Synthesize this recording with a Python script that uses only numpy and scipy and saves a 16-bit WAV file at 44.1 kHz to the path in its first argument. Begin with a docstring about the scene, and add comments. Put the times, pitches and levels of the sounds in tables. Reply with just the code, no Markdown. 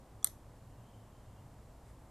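"""A plastic hair straightener is handled close by in a quiet room with steady rumble and hiss.
First its hinge ticks softly, then the catch snaps once and chatters against the hollow shell.
The shell rattles briefly, then the walls answer with small echoes over a short fading tail.
Next the arms open with a faint rub while a low drone swells and fades.
Last, fingers brush softly off the casing."""
import sys
import numpy as np
from scipy import signal
from scipy.fft import rfft, irfft
from scipy.io import wavfile

SR = 44100
rng = np.random.default_rng(int(sys.argv[2]) if len(sys.argv) > 2 else 0)


def master_out(mix):
    """Clip the mix to full scale and print it as 16-bit PCM to the path in sys.argv[1]."""
    frames = np.transpose(np.atleast_2d(mix))
    ceiling = np.clip(frames, -1, 1)
    pcm = np.round(ceiling * 32767).astype(np.int16)
    wavfile.write(sys.argv[1], SR, pcm)


N = 92610

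# Levels in the tables are relative. t60 is the time a sound takes to fade by 60 dB.
# the knocks that make up the snap: t/s, catch level/dB, shell level/dB
KNOCKS = [(0.244693, 6.9, -4.6), (0.24551, -12.6, -2.3), (0.246216, -14.6, -3.7), (0.247871, -36.7, -20.8)]
# ringing tones of the small stiff catch: f/Hz, level/dB, t60/s
CATCH_TONES = [(4136, -10.9, .003), (8500, 9.3, .0021), (9152, -16.7, .0054)]
# ringing tones of the hollow shell: f/Hz, level/dB, t60/s
SHELL_TONES = [(839, -44.3, .044), (968, -47.6, .018), (1143, -44.5, .02), (1302, -54.6, .065),
               (1688, -43.3, .012), (2041, -44.6, .024), (2492, -47.2, .0087), (3565, -37.2, .028),
               (5979, -44.5, .033), (6045, -45.1, .0056), (7583, -35.9, .014), (8212, -43.9, .032),
               (9866, -31, .0055), (11255, -19.2, .004), (11672, -17.2, .0128), (12240, -39.1, .018),
               (13373, -25.7, .0028), (14576, -27.8, .0022)]
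# how much louder the snap is on the left: f/Hz, left minus right level/dB
SNAP_BALANCE = [(740, -4.5), (1220, -2.5), (2000, -3), (3300, 0), (5500, -1), (8800, .6), (11000, .2),
                (13000, -3.5), (15000, -1.5)]
# how far the snap's left side runs ahead of its right: f/Hz, phase/rad
SNAP_LEAD = [(1400, 0), (3200, -.2), (5400, .2), (6500, -.1), (10000, .08), (13000, -.15)]
# ringing tones of the hinge: f/Hz, level/dB, t60/s
HINGE_TONES = [(1230, -3, 0.026), (3430, 0, 0.021), (5880, -1, 0.01993), (6780, -0.5, 0.012),
               (7180, 1, 0.013), (9300, -13, .03)]
# loudness of the rub over time: t/s, lower band level/dB, upper band level/dB
RUB_LEVELS = [(.58, -96.5, -100), (.79, -85, -88), (.9, -90, -79), (1.03, -91, -81.5), (1.09, -89, -86.5),
              (1.17, -89, -82), (1.24, -89, -89), (1.39, -79, -84), (1.46, -101, -103)]
# the two bands where the rub rings: f/Hz, width/Hz
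RUB_BANDS = [(2820, 74), (3120, 220)]
# tone colour of the brushing fingers: f/Hz, level/dB
FINGER_COLOUR = [(800, -16.5), (2000, 9), (2800, -4), (6000, -5), (8500, 3), (14000, -18)]
# stereo width of the brushing fingers: f/Hz, side minus mid level/dB
FINGER_WIDTH = [(700, -5.5), (4000, -11), (10000, -10)]
# a brief, soft shell rattle (first row), then early echoes off the walls: delay/s, spread/s, level/dB
RATTLE_AND_ECHOES = [(.008, .005, -50), (.0195, .003, -48), (.027, .0011, -40), (.0292, .0022, -40)]
# tone colour of the rattle and echoes: f/Hz, level/dB
RATTLE_ECHO_COLOUR = [(300, -15.5), (2000, -1), (2700, -33.5), (3350, -1), (4300, 0), (5000, -12),
                      (6300, 0.5), (8800, -4.5), (10000, 5.5), (11200, 4), (12500, -5.5), (15000, -7)]
# tone colour of the room's tail: f/Hz, level/dB
TAIL_COLOUR = [(300, -7.5), (800, 1), (1300, -1), (2000, 1), (2700, -20), (3450, 4), (4400, -1.5),
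               (5400, -3), (6100, 5.5), (6800, -1.5), (8800, 4), (10600, -4), (11150, 13), (11850, 7),
               (12300, 2), (15000, -2.5)]
# how long the tail takes to fade: f/Hz, t60/s
TAIL_FADE = [(1000, 0.2), (3500, 0.22), (7000, 0.25), (11500, 0.2293), (15000, 0.13)]
# stereo width of the rattle, echoes and tail: f/Hz, side minus mid level/dB
AFTER_SNAP_WIDTH = [(1000, -6.5), (2400, -13.5), (4400, -5.5), (8000, -1), (15000, -3.5)]
# loudness of the low drone over time: t/s, level/dB
DRONE_SWELL = [(.45, -71.5), (.65, -61), (1.45, -56), (1.7, -69)]
# tone colour of the steady rumble and hiss: f/Hz, level/dB
BACKGROUND_COLOUR = [(20, -11.5), (33, -1.5), (43, -3.5), (59, 1.5), (77, -6.5), (110, -2.5), (165, -11),
                     (230, -11.5), (290, -14), (380, -18), (620, -16.5), (1030, -20.5), (1400, -28.5),
                     (2000, -32.5), (2500, -36.5), (4200, -39), (6400, -40), (7200, -37), (10000, -41),
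                     (13000, -43), (14700, -48), (15300, -60)]
# stereo width of the rumble and hiss: f/Hz, side minus mid level/dB
BACKGROUND_WIDTH = [(25, -30.5), (60, -38.5), (110, -53), (200, -32.5), (380, -23.5), (700, -25.5),
                    (1300, -19), (2400, -13.5), (4400, -9), (8000, -7), (15000, -5.5)]

SNAP_S = KNOCKS[0][0]
TIME = np.arange(N) / SR  # seconds at each sample
FREQS = np.fft.rfftfreq(N, 1 / SR)  # Hz at each point of a spectrum


def catch_snap():
    """The catch snaps and chatters: each knock sets both the catch and the shell ringing."""
    snap = np.zeros(N)
    for start_s, catch_db, shell_db in KNOCKS:
        snap += gain(catch_db) * ring(CATCH_TONES, start_s, rise_s=.00207)
        snap += gain(shell_db) * ring(SHELL_TONES, start_s, rise_s=.00005)
    # the hollow shell gives off less sound in one narrow band
    dip_hz, dip_half_width_hz, dip_db = 5300, 260, -9
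    hollow = gain(dip_db * bell_curve(FREQS, dip_hz, dip_half_width_hz))
    # left and right each take half of the lean and the lead, in opposite directions
    lean_db = look_up(SNAP_BALANCE, FREQS) / 2
    lead = look_up(SNAP_LEAD, FREQS) / 2
    stereo = gain([lean_db, -lean_db]) * np.exp(1j * np.array([lead, -lead]))
    return irfft(rfft(snap) * hollow * stereo, N)


def hinge_tick():
    """The hinge takes up its slack and rings softly just before the snap."""
    return gain(db=-47) * ring(HINGE_TONES, start_s=.2277, rise_s=.0013)


def arm_rub():
    """Faint friction rings in two narrow bands while the arms swing open."""
    times, *band_levels = np.transpose(RUB_LEVELS)
    return sum(noise_band(hz, width_hz, times, levels)
               for (hz, width_hz), levels in zip(RUB_BANDS, band_levels))


def finger_brush():
    """Fingers slide off the casing, making one soft swell of noise."""
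    swell = bell_curve(TIME, centre=1.885, spread=.046)
    return gain(db=-73) * swell * stereo_noise(FINGER_COLOUR, FINGER_WIDTH)


def rattle_and_echoes():
    """A brief, soft rattle of the shell, then early echoes off the walls, each a burst of noise."""
    bursts = sum(gain(db) * bell_curve(TIME - SNAP_S, delay, spread)
                 for delay, spread, db in RATTLE_AND_ECHOES)
    return bursts * stereo_noise(RATTLE_ECHO_COLOUR, AFTER_SNAP_WIDTH)


def room_tail():
    """Many reflections of the snap blur into noise, each band fading at its own speed."""
    delay_s, rise_s = .003, .006
    hz, t, bands = signal.stft(stereo_noise(TAIL_COLOUR, AFTER_SNAP_WIDTH), SR, nperseg=256)
    bands = bands * fade_out(t, look_up(TAIL_FADE, hz)[:, None])
    _, tail = signal.istft(bands, SR, nperseg=256)
    tail = gain(db=-44.5) * fade_in(TIME, rise_s) * tail[:, :N]
    silence = np.zeros((2, round((SNAP_S + delay_s) * SR)))
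    return np.hstack([silence, tail])[:, :N]


def background():
    """The room's steady rumble and thin hiss, with a low drone that wavers, swells and fades."""
    rumble_and_hiss = gain(db=-56) * stereo_noise(BACKGROUND_COLOUR, BACKGROUND_WIDTH)
    times, levels = np.transpose(DRONE_SWELL)
    return rumble_and_hiss + noise_band(centre_hz=114.1, width_hz=24, times=times, levels_db=levels)


def ring(tones, start_s, rise_s):
    """A struck part rings with several pure tones that build quickly and die away."""
    t = np.maximum(TIME - start_s, 0)
    return sum(gain(db) * fade_in(t, rise_s) * fade_out(t, t60) * np.sin(2 * np.pi * hz * t)
               for hz, db, t60 in tones)


def noise_band(centre_hz, width_hz, times, levels_db):
    """Noise gathered around one pitch, with a loudness that changes over time."""
    white = np.exp(2j * np.pi * rng.random(len(FREQS)))
    band = irfft(white / (1 + ((FREQS - centre_hz) / width_hz) ** 2) ** 2, N)
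    return gain(np.interp(TIME, times, levels_db)) * normalise(band)


def stereo_noise(colour, width):
    """Coloured noise: both ears share the mid part, and the side part sets them apart."""
    mid, side = np.exp(2j * np.pi * rng.random((2, len(FREQS))))
    side = side * gain(look_up(width, FREQS))
    left_right = np.array([mid + side, mid - side])
    return normalise(irfft(left_right * gain(look_up(colour, FREQS)), N))


def fade_in(t, rise_s):
    """Climbs from zero towards one."""
    return 1 - np.exp(-t / rise_s)


def fade_out(t, t60):
    """Falls by 60 dB every t60 seconds."""
    return np.exp(-np.log(1000) * t / t60)


def bell_curve(x, centre, spread):
    """A smooth bump with a height of one."""
    return np.exp(-((x - centre) / spread) ** 2)


def look_up(table, hz):
    """Reads between a table's rows, with frequency spaced like musical pitch."""
    f, value = np.transpose(table)
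    return np.interp(np.log(hz + 1), np.log(f), value)


def gain(db):
    """Turns decibels into a multiplier."""
    return 10 ** (np.asarray(db) / 20)


def normalise(x):
    """Scales a sound to an average power of one."""
    return x / np.sqrt(np.mean(x ** 2) + 1e-20)


def scene():
    """The tick, snap and rattle, the room's answer and faint handling, over the background."""
    clicks = hinge_tick() + catch_snap()
    after_snap = rattle_and_echoes() + room_tail()
    handling = arm_rub() + finger_brush()
    return clicks + after_snap + handling + background()


def record(dry):
    """Cuts away the very highest treble."""
    cutoff_hz = 15400
    low_pass = signal.firwin(255, cutoff_hz, window=("kaiser", 8), fs=SR)
    return signal.oaconvolve(dry, low_pass[None], "same")


dry = scene()
out = record(dry)
master_out(out)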